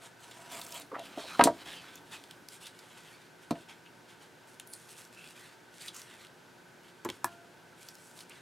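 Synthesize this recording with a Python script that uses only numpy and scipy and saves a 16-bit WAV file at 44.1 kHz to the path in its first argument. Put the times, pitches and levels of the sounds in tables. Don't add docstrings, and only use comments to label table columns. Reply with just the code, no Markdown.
import sys
import numpy as np
from scipy import signal
from scipy.fft import rfft, irfft, next_fast_len
from scipy.io import wavfile
from scipy.ndimage import uniform_filter1d, map_coordinates

SR = 44100
rng = np.random.default_rng(int(sys.argv[2]) if len(sys.argv) > 2 else 0)


def unload_wav(signal):
    wavfile.write(
        sys.argv[1],
        SR,
        np.round(np.clip(np.atleast_2d(signal).T, -1, 1) * 32767).astype(np.int16),
    )


N = 370881

# (pitch [Hz], level [dB], fade time [s])
BOARD_TONES = [(68, -28, .5), (175, -6, 0.22), (252, 0.5, 0.086), (285.8, 2, 0.11), (321, -6, .06),
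               (425.5, -5.5, 0.26), (492, -11.5, 0.27), (578, -8, .12), (613.5, -6, 0.14), (677, 2.5, 0.11),
               (720, -3, 0.041), (904, -12, .06), (954, 0, 0.13), (1080, -15, 0.045), (1210, -15.5, 0.04),
               (1263, -6, .08), (1585, -13, 0.11), (1650, -17.5, 0.098), (1960, -13, .08)]


def amp(db):
    return 10 ** (np.asarray(db) / 20)


def unit(x):
    return x / np.sqrt(np.mean(x ** 2) + 1e-20)


def burst(x):
    return x / np.sqrt(np.sum(x ** 2) / (SR / 100) + 1e-20)


def along(points, hz):
    freqs, values = np.transpose(points)
    return np.interp(np.log(hz + 1), np.log(freqs + 1), values)


def wobble(rate):
    points = rng.standard_normal(int(N * rate / SR) + 4)
    return map_coordinates(points, [np.arange(N) * rate / SR], order=2)


def filtered(x, response):
    n = x.shape[-1]
    padded = next_fast_len(n + 8192)
    return irfft(rfft(x, padded) * response(np.fft.rfftfreq(padded, 1 / SR)), padded)[..., :n]


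def coloured(x, spectrum):
    return filtered(x, lambda f: amp(along(spectrum, f)))


def resonant(x, hz, width):
    return filtered(x, lambda f: 1j * f * width / (hz * hz - f * f + 1j * f * width))


def fade(t, t60):
    return np.exp(-np.log(1000) * t / t60)


def ring(tones, t, attack_s):
    ringing = sum(amp(db) * fade(t, t60) * np.sin(2 * np.pi * hz * t) for hz, db, t60 in tones)
    return (1 - fade(t, attack_s)) * ringing


def add(track, start, sound):
    part = track[round(start * SR):][:len(sound)]
    part += sound[:len(part)]


def slips(rate, spread_db):
    happens = rng.random(N) < rate / SR
    size = np.minimum(rng.exponential(size=N), 4)
    sign = rng.choice([-1, 1], N)
    return unit(happens * sign * amp(spread_db * size))


def moves(rows, attack_s=0.027, release_t60=0.16):
    t = np.arange(SR) / SR
    powers = np.zeros((len(rows[0]) - 2, N))
    for start, length, *levels in rows:
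        release = fade(np.maximum(t - length - attack_s / 2, 0), release_t60)
        shape = np.minimum(t / attack_s, 1) * release
        for power, db in zip(powers, levels):
            add(power, max(start - attack_s / 2, 0), (amp(db) * shape) ** 2)
    return np.sqrt(powers)


def pockets(x, depth_db):
    bands = signal.stft(x, nperseg=512)[2]
    patches = rng.standard_normal(bands.shape)
    for _ in range(2):
        patches = uniform_filter1d(uniform_filter1d(patches, size=3, axis=0), size=9, axis=1)
    return unit(signal.istft(bands * amp(depth_db * unit(patches)), nperseg=512)[1][:N])


def knocks(rows, tones, clutter_db, thud_db):
    # (frequency [Hz], level [dB])
    click_colour = [(300, -31), (1500, 8), (4000, -1), (7000, -27), (11000, -25), (16000, -38)]
    out, t = np.zeros(N), np.arange(SR // 3) / SR
    struck = ring(tones, t, attack_s=.006)
    for start, db, hz, click_db, damping_t60 in rows:
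        clutter, click, thud = rng.standard_normal((3, len(t)))
        clutter = resonant(resonant(clutter * fade(t, 0.11), 540, 1000), 550, 1600)
        body = (burst(struck) + amp(clutter_db) * burst(clutter)) * fade(t, damping_t60)
        body = resonant(body, hz, 0.78 * hz)
        click = coloured(click * fade(t, 0.039), click_colour)
        thud = resonant(resonant(thud * fade(t, 0.2), 76.8, 120), 75, 120)
        blow = burst(body) + amp(click_db) * burst(click) + amp(thud_db) * burst(thud)
        add(out, start, amp(db) * blow)
    return filtered(out, lambda f: 1j * f / (120 + 1j * f))


def ticks(rows, width, crack_db, crack_t60, crack_width, overtone_db):
    out, t = np.zeros(N), np.arange(SR // 8) / SR
    for start, db, hz, t60 in rows:
        rattle_noise, crack_noise = rng.standard_normal((2, len(t)))
        force = rattle_noise * fade(t, t60)
        overtone = amp(overtone_db) * resonant(force, 2.13 * hz, 2.0 * width * hz)
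        rattle = resonant(force, hz, width * hz) + overtone
        crack = resonant(crack_noise * fade(t, crack_t60), hz, crack_width * hz)
        tick = resonant(burst(rattle) + amp(crack_db) * burst(crack), hz, 2 * hz)
        add(out, start, amp(db) * burst(tick))
    return out


def room(x, echo_db, stereo_width):
    # (frequency [Hz], fade time [s])
    echo_times = [(150, 0.3), (1000, 0.12), (5000, 0.15), (14000, 0.06)]
    hz, t, bands = signal.stft(rng.standard_normal(SR // 3), SR, nperseg=256)
    echo = signal.istft(bands * fade(t, along(echo_times, hz)[:, None]), SR, nperseg=256)[1]
    echo = np.pad(echo / np.linalg.norm(echo), (SR // 200, 0))
    mid = x + amp(echo_db) * signal.fftconvolve(x, echo)[:N]
    side = filtered(mid, lambda f: 1j * amp(along(stereo_width, f)))
    return np.array([mid + side, mid - side])


def background(air_db=-58.0):
    # (frequency [Hz], level [dB])
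    air_colour = [(15, -61), (25, -29), (76, -15), (108, -4.5), (180, -9.5), (236, -2), (293, -3.5),
                  (354, -2.5), (575, -5.5), (695, -7), (1130, -11.5), (1520, -4.5), (1840, -10.5),
                  (6740, -20.5), (16000, -29.5)]
    # (pitch [Hz], width [Hz], level [dB])
    fan_bands = [(165.5, 44, -69), (374, 300, -77), (914, 130, -69), (1521, 79, -68.5)]
    # (pitch [Hz], level [dB])
    motor_tones = [(120, -74), (360.7, -70), (721.4, -77), (839.8, -78.5)]
    t = np.arange(N) / SR
    mid, side = unit(coloured(rng.standard_normal((2, N)), air_colour)) * amp(air_db)
    side = amp(-19) * coloured(side, [(30, 11.6), (120, 13.0), (1500, 12.8), (10000, 1.2)])
    for hz, width, db in fan_bands:
        mid += amp(db) * unit(resonant(resonant(rng.standard_normal(N), hz, width), hz, width))
    for hz, db in motor_tones:
        mid += amp(db) * np.sqrt(2) * np.sin(2 * np.pi * hz * t + 0.44 * wobble(1.256))
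    return np.array([mid + side, mid - side])


def drags():
    # (start [s], length [s], level [dB])
    sweeps = [(.505, 0.037, -57), (.55, 0.4, -61), (1.0, 0.51, -58), (1.55, 0.22, -56.5), (1.8, 0.3, -63),
              (2.15, 0.28, -62)]
    # (frequency [Hz], level [dB])
    brush_colour = [(50, -18), (130, -2.5), (280, 4), (480, -3.5), (700, 0.5), (1400, -12), (2500, -22)]
    weight, = moves(sweeps)
    return weight * amp(0.83 * wobble(25)) * unit(coloured(slips(rate=2500, spread_db=3), brush_colour))


def squelches(width=0.11, judder_db=4):
    # (start [s], length [s], level [dB], pitch [Hz], glide [octaves])
    squeaks = [(.912, 0.031, -41.5, 490, 0.15), (0.915, 0.013, -43, 1120, -.026),
               (0.933, 0.037, -38.5, 1180, .23), (0.939, 0.039, -47, 1770, 0.19),
               (0.946, 0.087, -44, 696, -0.12), (0.724, 0.064, -51, 3150, 0),
               (1.199, 0.16, -52, 3970, -0.19), (1.236, 0.037, -46, 673, -0.051),
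               (1.262, 0.16, -47, 1300, -.29), (1.65, 0.18, -51.5, 3080, -.1),
               (2.111, 0.055, -55, 1800, -0.15), (2.61, 0.1, -54.5, 3570, 0.15),
               (3.854, .024, -53, 2800, 0), (4.663, .13, -53.5, 9700, -0.16),
               (4.726, 0.026, -50.5, 4500, 0.031), (4.875, 0.1, -60, 2700, .08),
               (5.14, 0.19, -56, 2620, .033), (5.356, 0.18, -61.5, 1870, -0.087),
               (5.802, 0.035, -52.5, 4530, -.14), (5.835, 0.041, -54, 1900, 0),
               (5.876, 0.019, -41.5, 3720, -.23), (5.927, 0.089, -53, 6600, -0.014),
               (8.297, 0.034, -53, 2520, 0.33)]
    out = np.zeros(N)
    judder = amp(judder_db * wobble(350))
    for start, length, db, hz, glide in squeaks:
        noise = rng.standard_normal(SR // 2)
        progress = np.linspace(0, 1, round(length * SR))
        tone = resonant(resonant(noise, hz, width * hz), hz, hz)
        speed = 2 ** (glide * (progress - .5))
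        tone = map_coordinates(tone, [np.cumsum(speed)], order=3)
        tone *= judder[round(start * SR):][:len(tone)]
        add(out, start, amp(db) * unit(tone) * np.sin(np.pi * progress))
    return out


def hands(stroke_gain_db=-1.5, tick_db=-7, pocket_db=3):
    # (start [s], length [s], rubbing [dB], crackle [dB])
    strokes = [(.98, .19, -54, -69), (1.045, 0.014, -46, -54.5), (1.17, 0.25, -47.5, -57.5),
               (1.48, .1, -57.5, -65), (1.585, 0.037, -50, -62), (1.66, 0.041, -42.5, -54),
               (1.72, 0.069, -49.5, -57.5), (1.8, 0.18, -54, -65), (2.055, .29, -62, -68),
               (2.118, 0.028, -45.5, -53.5), (2.495, 0.058, -56, -54), (2.61, 0.065, -52.5, -53.5),
               (2.74, 0.41, -59, -64.5), (2.96, 0.043, -58.5, -69), (3.14, 0.13, -61.5, -71),
               (3.42, .02, -58, -61), (3.55, 0.074, -60.5, -66), (3.685, 0.038, -51.5, -63),
               (4.08, 0.049, -59, -66), (4.2, 0.052, -61, -66), (4.47, 0.074, -69, -65),
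               (4.72, 0.17, -66, -60), (4.875, 0.18, -64.5, -59.5), (4.97, 0.026, -54.5, -51.5),
               (5.125, .2, -59, -60.5), (5.265, 0.021, -56, -58), (5.355, 0.057, -54, -59),
               (5.42, 0.11, -56.5, -63), (5.73, .08, -60, -60), (5.805, 0.069, -51, -50),
               (5.94, 0.082, -53.5, -53), (6.05, 0.2, -57, -64), (6.1, 0.014, -56, -61),
               (6.83, 0.068, -63, -71), (7.11, 0.052, -60, -63), (7.26, 0.087, -62, -68.5),
               (7.78, 0.11, -64, -61), (7.89, 0.28, -83, -62.5), (8.16, 0.053, -59.5, -56),
               (8.3, 0.078, -59, -66), (8.355, 0.016, -53.5, -60)]
    # (frequency [Hz], level [dB])
    rub_colour = [(400, -15), (900, -2), (1400, 0.5), (2200, -0.5), (3300, 2), (5000, -7.5), (9000, -20),
                  (14000, -46)]
    # (frequency [Hz], level [dB])
    crackle_colour = [(2000, -34), (4000, -4.5), (6000, -2.5), (8500, 1), (11000, -3.5), (15500, -14.5)]
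    rubbing, parting = moves(strokes)
    grip = amp(stroke_gain_db + 2 * wobble(55))
    rub = pockets(coloured(slips(rate=3500, spread_db=2.5), rub_colour), pocket_db)
    skin = slips(rate=1000, spread_db=3.5) + amp(1) * rng.standard_normal(N)
    crackle = pockets(coloured(skin, crackle_colour), 0.59 * pocket_db)
    stray = unit(resonant(slips(rate=27, spread_db=2.5), 4400, 5150))
    return grip * (rubbing * rub + parting * crackle) + amp(tick_db) * parting * stray


def snaps():
    # (time [s], level [dB], pitch [Hz], fade time [s])
    hits = [(.312, -50, 3350, 0.061), (.6145, -43, 3930, .018), (.650, -51, 8000, .005),
            (.666, -50, 6000, .0087), (.722, -45, 5000, .02), (.994, -49.5, 3350, .021),
            (1.865, -58, 2550, .015), (1.9555, -49.5, 6200, .019), (2.2385, -52.5, 3350, .02),
            (2.3103, -48.5, 3820, 0.018), (2.4865, -47, 5000, 0.0096), (2.6682, -46.5, 4000, 0.026),
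            (2.79, -54, 4840, 0.046), (4.598, -45.5, 3350, 0.018), (4.5985, -48.5, 9100, 0.0034),
            (4.6735, -52.5, 10200, .02), (4.7355, -44, 9150, .017), (5.051, -57, 6000, .012),
            (5.8828, -45.5, 4060, .016), (5.947, -52, 6700, .0061), (5.966, -48, 7500, .012),
            (6.018, -50, 4900, 0.0095), (6.249, -54.5, 3200, .012), (6.269, -58, 4120, .015),
            (7.8865, -46.5, 5440, 0.03), (7.9533, -55, 5960, .008), (8.190, -52, 3700, .015),
            (8.2055, -49.5, 4170, 0.041), (8.296, -53, 8250, .017)]
    return ticks(hits, width=0.28, crack_db=-5.5, crack_t60=0.0072, crack_width=1.8, overtone_db=-9.5)


def ringing_bowl():
    # (time [s], level [dB])
    hits = [(7.244, -26.5)]
    # (pitch [Hz], level [dB], fade time [s])
    steel_tones = [(686, -28.5, 1.35), (845, -6, 0.019), (996, 13, 0.013), (1200, -6, 0.021),
                   (1400, -28, 0.83), (1676, -15.5, 0.12), (1723, -4, 0.041), (8900, -39, .15)]
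    out, t = np.zeros(N), np.arange(SR) / SR
    for start, db in hits:
        add(out, start, amp(db) * burst(resonant(ring(steel_tones, t, attack_s=0.007), 1360, 2600)))
    return out


def landing_scraps():
    # (time [s], level [dB], contact pitch [Hz], relative click [dB], muffling time [s])
    landings = [(7.0503, -39, 450, -14, .06), (7.0504, -37.5, 1400, -15, 0.19),
                (7.0592, -32.5, 414, -16, 0.086), (7.089, -39, 300, -3, 0.1), (7.1, -43, 450, -9, .12),
                (7.2437, -39, 262, -9, 0.23)]
    # (pitch [Hz], level [dB], fade time [s])
    dull_tones = [(117, -0.5, .1), (249, -1.5, 0.063), (330, 2, 0.052), (420, -12, .06), (880, -3, 0.097),
                  (1022, 2, 0.07), (1250, -10, .05), (1680, -6, .07)]
    return knocks(landings, dull_tones, clutter_db=-7, thud_db=-17)


def board_blows():
    # (time [s], level [dB], contact pitch [Hz], relative click [dB], muffling time [s])
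    blows = [(.933, -45, 402, -28, 0.065), (.962, -40.5, 700, -32, 0.067), (.989, -44, 600, -10, .1),
             (1.175, -34, 480, -28, 0.23), (1.3941, -13.5, 910, -18.5, 0.17),
             (1.4098, -15, 1170, -8.5, 0.29), (1.421, -23.5, 280, -35, 0.18), (1.438, -27.5, 500, -3.5, .2),
             (1.4555, -19.5, 334, -26, 0.24), (1.4711, -16.5, 780, -40, 0.26), (1.504, -36, 280, -35, 0.37),
             (3.5079, -29, 750, -25, .07), (3.5095, -24, 267, -24, 0.048), (3.522, -31, 169, -32, .17),
             (3.555, -44.5, 650, -12, .3)]
    return knocks(blows, BOARD_TONES, clutter_db=-7.5, thud_db=-28)


def clacks():
    # (time [s], level [dB], pitch [Hz], fade time [s])
    hits = [(1.4388, -21, 7740, 0.067), (1.4392, -25, 4100, 0.12), (1.473, -42.5, 8000, 0.031),
            (3.508, -44, 4160, 0.058), (3.509, -49, 8850, 0.014), (7.0488, -44, 7400, 0.028),
            (7.049, -47, 12200, .03), (7.0892, -45.5, 3600, 0.029), (7.09, -54, 12000, 0.035),
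            (7.1005, -39, 3080, 0.011), (7.121, -67, 6000, .02), (7.244, -37, 7460, 0.0084),
            (7.2442, -36.5, 11900, 0.072), (7.2442, -42, 2900, 0.013)]
    return ticks(hits, width=0.41, crack_db=-1, crack_t60=0.0056, crack_width=0.2, overtone_db=-16)


def cutting(flesh_db=-1, clump_db=2.5):
    # (start [s], length [s], level [dB], relative board level [dB], relative ice level [dB])
    cuts = [(0, 0.047, -53.5, -0.5, -18), (0.197, 0.17, -58.5, -3.5, -13), (.36, .15, -58.5, 3.5, -16),
            (0.505, 0.094, -46, -2, -6), (0.603, 0.2, -51.5, -3.5, -5), (0.736, 0.037, -42, -8, -1)]
    # (frequency [Hz], level [dB])
    flesh_colour = [(500, -20), (1200, -7), (3300, 2), (5500, -7), (8000, -1.5), (11000, -10), (15500, -23)]
    push, shake, shear = moves([(start, length, db, db + board_db, db + ice_db)
                                for start, length, db, board_db, ice_db in cuts])
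    board_ring = ring(BOARD_TONES, np.arange(SR // 3) / SR, attack_s=0.0027)
    board = signal.fftconvolve(slips(rate=2700, spread_db=9), board_ring)[:N]
    grate = unit(resonant(board, 970, 470)) + unit(resonant(slips(rate=1500, spread_db=4), 930, 1300))
    ice_colour = [(2000, -27), (6000, -8), (12000, -2), (16000, 0)]
    ice = unit(coloured(slips(rate=2000, spread_db=15), ice_colour))
    flesh = pockets(coloured(slips(rate=6000, spread_db=4), flesh_colour), depth_db=3.5)
    return shake * unit(grate) + shear * ice + push * amp(flesh_db + clump_db * wobble(61.1)) * flesh


def scene():
    # (frequency [Hz], side level [dB])
    finger_width = [(100, -36), (1300, -42), (4400, -19.5), (8000, -22.5), (15000, -35)]
    board_width = [(100, -47), (600, -50), (1300, -27), (4400, -17.5), (8000, -16), (14000, -15)]
    bowl_width = [(600, -22), (1300, -28), (8000, -18)]
    fingers = hands() + squelches() + snaps()
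    blows = board_blows() + clacks()
    bowls = ringing_bowl() + landing_scraps()
    lean_right = amp([[-.3], [.3]])
    return (room(fingers + cutting() + drags(), echo_db=-11.5, stereo_width=finger_width) * lean_right
            + room(blows, echo_db=-14.5, stereo_width=board_width)
            + room(bowls, echo_db=-12, stereo_width=bowl_width)
            + background())


def record(dry):
    softened = coloured(dry, [(12500, -0.5), (16000, -6)])
    return filtered(softened, lambda f: 1 / (1 + (f / 16000) ** 160))


dry = scene()
out = record(dry)
unload_wav(out)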